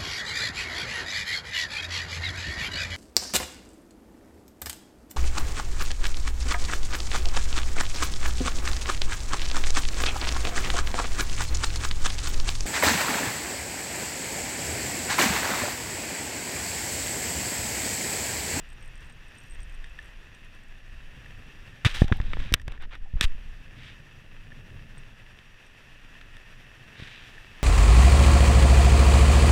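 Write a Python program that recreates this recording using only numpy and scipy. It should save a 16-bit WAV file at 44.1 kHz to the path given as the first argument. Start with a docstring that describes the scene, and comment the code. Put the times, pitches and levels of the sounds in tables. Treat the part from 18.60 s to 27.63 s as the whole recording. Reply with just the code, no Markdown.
"""An angler plays a fish on a canal bank; the camera sits in a closed plastic case worn on the head.
First wind noise rumbles on the case, outdoor hiss comes through its resonances and a ringing pawl ticks in the reel.
After three seconds a hand presses, rubs and snaps at the case: pulses of air, gritty noise and short clicks.
Then wind and hiss go on, with clothing rustling as filtered noise, two lone reel ticks and a few light taps."""
import sys
import numpy as np
from scipy import signal
from scipy.fft import rfft, irfft
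from scipy.io import wavfile
from scipy.ndimage import uniform_filter1d

SR = 44100
rng = np.random.default_rng(int(sys.argv[2]) if len(sys.argv) > 2 else 0)


def transcribe(signal):
    """Save signal, clipped to [-1, 1], as a 16-bit WAV file at the path in sys.argv[1]."""
    frames = np.atleast_2d(signal).T
    limited = np.clip(frames, -1, 1)
    pcm = np.round(limited * 32767).astype(np.int16)
    wavfile.write(sys.argv[1], SR, pcm)


def rack_gain(trim_db):
    """Turn a fader trim in dB into the linear factor to multiply a signal by."""
    fader = np.asarray(trim_db, float)
    return 10 ** (fader / 20)


N = 398223  # length in samples, about 9 s


def read(points, hz):
    """Reads a spectrum's dB at the frequencies hz, with straight lines over log frequency."""
    f, db = np.transpose(points)
    return np.interp(np.log(hz + 1), np.log(f + 1), db)


def level_curve(s, db):
    """Draws a level in dB through the given moments, one value per sample."""
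    return np.interp(np.arange(N) / SR, s, db)


def evened(x):
    """Scales to rms 1."""
    return x / np.sqrt(np.mean(x ** 2) + 1e-20)


def lumps(width_s):
    """Slow random wavering of rms 1: noise smoothed twice."""
    size = int(width_s * SR)
    once = uniform_filter1d(rng.standard_normal(N), size)
    return evened(uniform_filter1d(once, size))


def add(mix, s, sound):
    """Mixes a sound in at s seconds."""
    part = mix[round(s * SR):][:len(sound)]
    part += sound[:len(part)]


def colour(x, db_of):
    """Filters with the shape db_of(hz), never sounding ahead of its input; the filter has unit energy."""
    log_gain = np.log(rack_gain(db_of(abs(np.fft.fftfreq(8192, 1 / SR)))))
    minimum_phase = -signal.hilbert(log_gain).imag
    taps = np.fft.ifft(np.exp(log_gain + 1j * minimum_phase)).real[:4096]
    return signal.oaconvolve(x, taps / np.linalg.norm(taps))[:len(x)]


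def lift(hz, modes, ring=1):
    """Resonances as dB of lift: each mode is a bump around its own frequency."""
    return ring * sum(db / (1 + (2 * (hz - f) / width) ** 2) for f, width, db in modes)


def shaped_noise(spectrum):
    """Steady noise of rms 1 with the given spectrum."""
    gain = rack_gain(read(spectrum, np.fft.rfftfreq(N, 1 / SR)))
    return evened(irfft(rfft(rng.standard_normal(N)) * gain, N))


# Wind on the case, stronger while the held case sways.
# Each row: time in seconds, level of the rumble in dB, level of the flutter in dB.
WIND_LEVELS = [(0.0, -41, -57.5), (0.52, -42.5, -54.5), (0.8, -49.5, -57.5), (1.0, -35, -54.5),
               (1.4, -40.5, -61.5), (1.9, -48.5, -57), (2.45, -40, -58), (2.65, -43, -51.5),
               (3.18, -49, -54.5), (3.4, -29, -47.5), (3.9, -30, -42), (4.0, -35, -51.5), (4.5, -43, -56),
               (4.75, -37.5, -51.5), (4.95, -38, -55.5), (5.15, -46, -49), (5.6, -49, -55),
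               (6.1, -44.5, -46), (6.5, -47, -54.5), (7.05, -52.5, -62), (7.9, -47.5, -58),
               (8.45, -57, -52), (8.8, -49, -57.5), (9.03, -53.5, -55.5)]
# Tone of the rumble, of the slow eddies and of the fast eddies. Each row: frequency in Hz, level in dB.
RUMBLE_TONE = [(8, -9), (22, 7.5), (40, -9.5), (65, -11), (110, -28.5), (200, -86.5)]
SLOW_EDDIES = [(30, -21), (60, -5.5), (100, -1.5), (150, -7.5), (300, -22), (600, -25), (1200, -55.5)]
FAST_EDDIES = [(60, -14.5), (120, 6), (180, -8), (240, -5), (330, -19), (800, -67)]


def wind():
    """Air turbulence on the case: a deep rumble and a lumpier flutter of slow and fast eddies."""
    s, rumble_db, flutter_db = np.transpose(WIND_LEVELS)
    fast_share = 0.42  # of the flutter's power
    slow = np.sqrt(1 - fast_share) * shaped_noise(SLOW_EDDIES)
    fast = np.sqrt(fast_share) * shaped_noise(FAST_EDDIES)
    flutter = evened(rack_gain(2.04 * lumps(0.013))) * (slow + fast)
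    rumble = shaped_noise(RUMBLE_TONE)
    return rack_gain(level_curve(s, rumble_db)) * rumble + rack_gain(level_curve(s, flutter_db)) * flutter


# The outdoor hiss sinks while the case is handled. Each row: time in seconds, level in dB.
AIR_LEVELS = [(0.0, -54), (1.3, -53), (1.8, -55), (3.2, -53), (3.9, -63), (4.2, -62.5), (4.5, -60),
              (4.7, -54.5), (5.54, -55.5), (7.5, -54), (9.03, -50.5)]
# Tone of the hiss ahead of the cavity. Each row: frequency in Hz, level in dB.
AIR_TONE = [(88, -26.5), (150, -3), (796, -9.5), (1800, -8), (2230, -8.5), (2650, -2.5), (4060, -18),
            (5650, -21), (14600, -33), (15500, -43)]
# Resonances of the case cavity, which also ring under a touch.
# Each row: frequency in Hz, width in Hz, lift in dB.
CAVITY = [(1788, 390, 9.5), (2620, 140, 3.5), (3356, 170, 2.5), (3660, 360, 2.5), (4780, 220, 3.5),
          (5680, 340, 7)]


def air():
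    """Outdoor hiss with a fine crackle of random grains, coloured by the cavity."""
    grain_size = rack_gain(1.8 * np.minimum(rng.exponential(1, N), 2))
    grain_here = rng.random(N) < 150 / SR  # about 150 grains per second
    crackle = uniform_filter1d(grain_size * grain_here * rng.standard_normal(N), 5)
    wavering = rng.standard_normal(N) * rack_gain(lumps(0.027))
    drive = wavering + 0.2 * evened(crackle)
    hiss = colour(drive, lambda hz: read(AIR_TONE, hz) + lift(hz, CAVITY))
    return rack_gain(level_curve(*np.transpose(AIR_LEVELS))) * evened(hiss)


# Runs of the reel's pawl, a lone tick when the length is 0.
# Each row: start in seconds, length in seconds, level in dB, ticks per second before jitter.
PAWL_RUNS = [(0.089, .045, -56, 56), (0.207, 0.082, -54.5, 68), (0.355, 0.17, -57, 41), (.6828, 0, -54, 60),
             (.7522, 0.06, -54, 60), (0.775, .11, -64, 116), (.8979, 0.058, -52, 80),
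             (1.004, .045, -52, 64), (1.096, .055, -58, 75), (1.246, .055, -61, 45),
             (1.399, 0.098, -60, 50), (1.7479, 0.35, -61, 13.7), (6.3799, 0, -44, 60),
             (7.0643, 0, -56.5, 60)]
# The pawl's main ring: frequency in Hz, time to fall by 60 dB in seconds.
PAWL_RING = (8470, 0.027)
# The reel body answers each tick faintly, at the same level in every run. # Each row: frequency in Hz, level in
# dB, time to fall by 60 dB in seconds; every mode's level and pitch vary by tick.
REEL_BODY = [(5640, -60.5, 0.0087), (6500, -69.5, .01), (7400, -65.5, 0.011), (9600, -68, 0.012),
             (10900, -69, .008), (12200, -74, .008)]


def reel():
    """Each tick rings the pawl and the reel body; pitch and body levels vary from tick to tick."""
    spread_db, jitter = 4.5, 0.3  # ticks in a run differ in strength and spacing
    out, t = np.zeros(N), np.arange(2000) / SR
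    ring_hz, ring_t60 = PAWL_RING
    onset = 1 - np.exp(-t / 0.00014)
    for start, length, run_db, rate in PAWL_RUNS:
        chance = rng.uniform(-2, 1.76, (16, len(REEL_BODY) + 3))  # one row per possible tick
        times = start + np.r_[0, np.cumsum(1 + jitter * chance[1:, 0])] / rate
        for s, (_, size, detune, *luck) in zip(times[times <= start + length], chance):
            db = run_db + spread_db * size * (length > 0)
            tick = rack_gain(db - 60 * t / ring_t60) * np.sin(2 * np.pi * ring_hz * (1 + 0.0087 * detune) * t)
            for (hz, body_db, t60), c in zip(REEL_BODY, luck):
                fading = rack_gain(body_db + 6.5 * c - 60 * t / t60)
                tick += fading * np.sin(2 * np.pi * hz * (1 + 0.024 * c) * t)
            add(out, s, tick * onset)
    return out


# Tone of a touch on the plastic wall. Each row: frequency in Hz, level in dB.
TOUCH_TONE = [(90, -58.5), (300, -17.5), (700, -20.5), (1300, -11.5), (2500, -7.5), (3900, -9.5),
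              (4300, -16), (8000, -27.5), (15000, -43.5), (17000, -51)]
# Resonances of the wall itself. Each row: frequency in Hz, width in Hz, lift in dB.
WALL_MODES = [(793, 12, 6.5), (4170, 260, -10.5), (6640, 201, -5), (7550, 300, 2), (8600, 850, 9),
              (9620, 300, 6.5), (12600, 700, 11)]


def touched(x, bright_db, ring, body_db=0):
    """Contact sound through wall and cavity; hard contact is bright, blunt contact adds body under 1.3 kHz."""
    def db_of(hz):
        resonances = lift(hz, CAVITY + WALL_MODES, ring)
        tilt = bright_db * np.log2((hz + 1500) / 4000)
        body = body_db / (1 + (hz / 1300) ** 4)
        return read(TOUCH_TONE, hz) + resonances + tilt + body
    return colour(x, db_of)


def rub(length, db, bright_db, rise, body_db=0):
    """Gritty friction noise that swells, stutters and fades; its treble needs the strongest part of the stroke."""
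    u = np.arange(int(length * SR)) / (length * SR)
    stroke = np.minimum(u / rise, (1 - u) / (1 - rise))
    noise, wavering = rng.standard_normal((2, SR // 2))
    stutter = rack_gain(2.1 * evened(uniform_filter1d(wavering, 90)))
    grit = evened(noise * stutter)[:len(u)]
    dull = uniform_filter1d(grit, 4)
    drive = dull * stroke ** 0.5 + (grit - dull) * stroke ** 0.83
    room_to_ring = np.zeros(1500)
    return rack_gain(db) * touched(np.r_[drive, room_to_ring], bright_db, 0.38, body_db)


def tap(db, bright_db, body_db, ring):
    """A hard first contact and a short rattle whose treble dies first, heard through the wall."""
    fade_db = -60 * np.arange(2000) / SR / 0.017  # 60 dB in 0.017 s
    rattle = 0.13 * rng.standard_normal(2000) * rack_gain(fade_db)
    dull = uniform_filter1d(rattle, 5)
    drive = dull + (rattle - dull) * rack_gain(0.39 * fade_db)
    drive[0] = 1  # the first contact
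    click = touched(drive, bright_db, ring, body_db)
    return rack_gain(db) * click / abs(click).max()


def strays():
    """Faint taps of strap and clothing at chance moments."""
    out, per_s = np.zeros(N), 1.4
    for when, size, tone in rng.random((round(N / SR * per_s), 3)):
        add(out, when * N / SR, tap(-51 - 6 * size, 12 * (tone - 0.6), 0, 0.71))
    return out


# Clothing rustles as the head turns. Each row: start in seconds, length in seconds, level in dB,
# brightness in dB per octave (of frequency plus 1500 Hz), share of the length spent rising.
RUSTLE_ROWS = [(5.152, .2, -49, -5.5, 0.54), (8.345, 0.38, -46.5, -5.5, 0.16),
               (8.603, 0.48, -59.5, 2, 0.16)]


def rustles():
    """Cloth friction, made like a rub but thinner in the body."""
    out = np.zeros(N)
    for s, *stroke in RUSTLE_ROWS:
        add(out, s, rub(*stroke, body_db=-12.5))
    return out


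# The mount creaks faintly under strain. Each row: start in seconds, length in seconds, level in dB.
CREAK_ROWS = [(3.365, .07, -52), (3.476, 0.027, -50.5), (3.538, .08, -57), (4.415, .065, -66)]


def creaks():
    """Stick and slip: uneven small slips ring one low mode."""
    mode_hz, width_hz, slips_per_s = 790, 75, 44
    out, t = np.zeros(N), np.arange(2000) / SR
    mode = np.exp(-np.pi * width_hz * t) * np.sin(2 * np.pi * mode_hz * t)
    for s, length, db in CREAK_ROWS:
        chance = rng.random(int(length * SR))
        slips = (chance < slips_per_s / SR) + 0.026 * (chance - 0.5)  # slips over a faint scrape
        strain = np.hanning(len(slips)) ** 0.27
        add(out, s, rack_gain(db) * evened(signal.oaconvolve(slips * strain, mode)))
    return out


# The mount wobbles around a knock. Each row: moment of the widest swing in seconds, level in dB,
# frequency in Hz, build-up in ms, dying away in ms.
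WOBBLE_ROWS = [(3.2654, -8.5, 107, 11, 1.7), (3.5244, -12, 124, 2.1, 4.5), (3.9411, -20, 88, 0.84, 8.3)]


def wobbles():
    """The mount swings at a low pitch, building up and dying away at different speeds."""
    out, t = np.zeros(N), np.arange(-3000, 15000) / SR
    for s, db, hz, rise_ms, fall_ms in WOBBLE_ROWS:
        swing = np.exp(-(1000 * t / np.where(t < 0, rise_ms, fall_ms)) ** 2)
        add(out, s + t[0], rack_gain(db) * swing * np.cos(2 * np.pi * hz * t))
    return out


# Presses that squeeze the air in the case. Each row: moment of the peak in seconds,
# level in dB before the air leaks, time scale in ms, direction (+1 push, -1 pull).
PRESS_ROWS = [(3.4205, 0, 2.68, -1), (3.4446, -13, 3.3, -1), (3.518, -8, 3, -1), (3.6045, -11.5, 7.4, -1),
              (3.666, -15, 32, -1), (3.728, -13, 44, -1), (3.804, -10.5, 33, -1), (3.9211, -18.5, 1.86, 1),
              (3.928, -17, 5.8, -1), (4.0818, -22, 5, 1), (4.122, -22, 26, -1), (4.212, -18, 44, -1),
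              (4.449, -18, 59, -1), (4.542, -17, 7.1, 1), (4.563, -12, 14, -1), (4.614, -19.5, 1.7, 1),
              (4.646, -14.5, 8.6, 1), (4.674, -5.5, 47, -1), (8.4, -33.5, 1.4, -1), (8.425, -29, 2.3, -1)]


def presses():
    """Squeezed air pulses: quick onset, slower release, then a rebound as the air leaks out again."""
    squeeze, t = np.zeros(N), np.arange(-3000, 15000) / SR
    for s, db, ms, way in PRESS_ROWS:
        u = np.maximum(1 + 1.7 * 1000 * t / ms, 0)  # 0 at the onset, 1 at the peak
        add(squeeze, s + t[0], np.sign(way) * rack_gain(db) * (u * np.exp(1 - u)) ** 2)
    leak_hz = 14
    return signal.lfilter(*signal.butter(1, leak_hz, "high", fs=SR), squeeze)


# Rubs of glove and cloth. Each row: start in seconds, length in seconds, level in dB,
# brightness in dB per octave (of frequency plus 1500 Hz), share of the length spent rising.
RUB_ROWS = [(3.248, .036, -21.5, -1.5, 0.064), (3.277, .11, -39, -0.5, 0.065),
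            (3.339, 0.067, -33, 1.5, 0.13), (3.387, 0.075, -40, 3.5, .19), (3.464, 0.079, -48.5, -5, 0.17),
            (3.516, 0.098, -47.5, -1.1, 0.061), (3.596, 0.11, -50, -4.5, 0.54), (3.663, 0.17, -49, -3, .41),
            (3.777, .18, -45, -4.5, 0.16), (3.939, 0.056, -51, -12, 0.092),
            (4.064, .12, -51.5, -12.5, 0.48), (4.199, 0.063, -46.5, -9, 0.46),
            (4.305, 0.066, -45.5, -9, 0.43), (4.572, 0.11, -50.5, -10, .47), (4.616, 0.039, -26.5, 3, .65)]


def rubs():
    """Friction strokes along the case wall."""
    out = np.zeros(N)
    for s, *stroke in RUB_ROWS:
        add(out, s, rub(*stroke))
    return out


# Snaps and taps on the case. Each row: start in seconds, peak in dB,
# brightness in dB per octave (of frequency plus 1500 Hz), body in dB, factor on the resonances' lift.
TAP_ROWS = [(1.2428, -33, -7, -18, 1.6), (1.3894, -29.5, -10, -13, 2.35), (2.6591, -38.5, -10, -11, 3.4),
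            (3.2487, -11, -4.5, 2, 1.46), (3.2606, -22, 8, 10, .8), (3.346, -27.5, -3, 21, 2.2),
            (3.4193, -17.5, -4, 36, 1.85), (3.4815, -31, 3, 12, 0.65), (3.5241, -11, -16, -2.5, 0.66),
            (3.5701, -42, 21, 6, 1.3), (3.6014, -25, -9, 17, 1.2), (3.6151, -31.5, -6, -11, 0.46),
            (3.7341, -17.5, -21, -19.5, .4), (3.77, -27, -18, 3, 0.53), (3.925, -22, 3.5, -2.5, .8),
            (3.9399, 1.5, 8.5, 3.5, 0.6), (3.9441, -13.5, 7, 15, 0.71), (3.998, -38, -4, -2.5, 1.7),
            (4.0165, -37, 4, 17, 1.3), (4.0803, -24, -0.5, 19, 0.86), (4.1212, -32, 2.5, 18, .8),
            (4.1771, -39.5, -10, 3.5, 0.99), (4.2001, -46, -9, 6.5, 1.3), (4.2235, -41, 6.5, 11, 1.3),
            (4.3532, -33.5, 0.5, 23, 1.7), (4.5727, -39, -14.5, 10, .7), (4.6106, -4.5, -0.5, -8.5, 1.14),
            (4.681, -41.5, 0, -4, 1.2), (5.9196, -39, -19, -6, 2.4), (6.7887, -35.5, -9, -23, 1.4),
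            (7.6128, -35, -6, -7.8, 0.71), (7.7684, -34.5, 2, 13, 1.2), (8.7806, -37, -6, 4, 2.2)]


def taps():
    """Hard contacts that set wall and cavity ringing."""
    out = np.zeros(N)
    for s, *contact in TAP_ROWS:
        add(out, s, tap(*contact))
    return out


def hand():
    """Everything the hand does to the case: it strains the mount, squeezes the air, rubs and snaps."""
    return creaks() + wobbles() + presses() + rubs() + taps()


def scene():
    """All sources, one channel."""
    return (wind() + air() + reel() + strays() + rustles() + hand())[None]


def top_cut(x):
    """Nothing passes above the cut-off."""
    return signal.sosfilt(signal.butter(12, 16650, fs=SR, output="sos"), x)


def record(dry):
    """The converter clips loud peaks, then a steep filter ends the band at 16 kHz."""
    limited = np.clip(dry, -0.9, 0.9)
    edge = signal.firwin(201, 16000, window=("kaiser", 8), fs=SR)[None]
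    mix = signal.oaconvolve(limited, edge, "same")
    return top_cut(mix)


dry = scene()
out = record(dry)
transcribe(out)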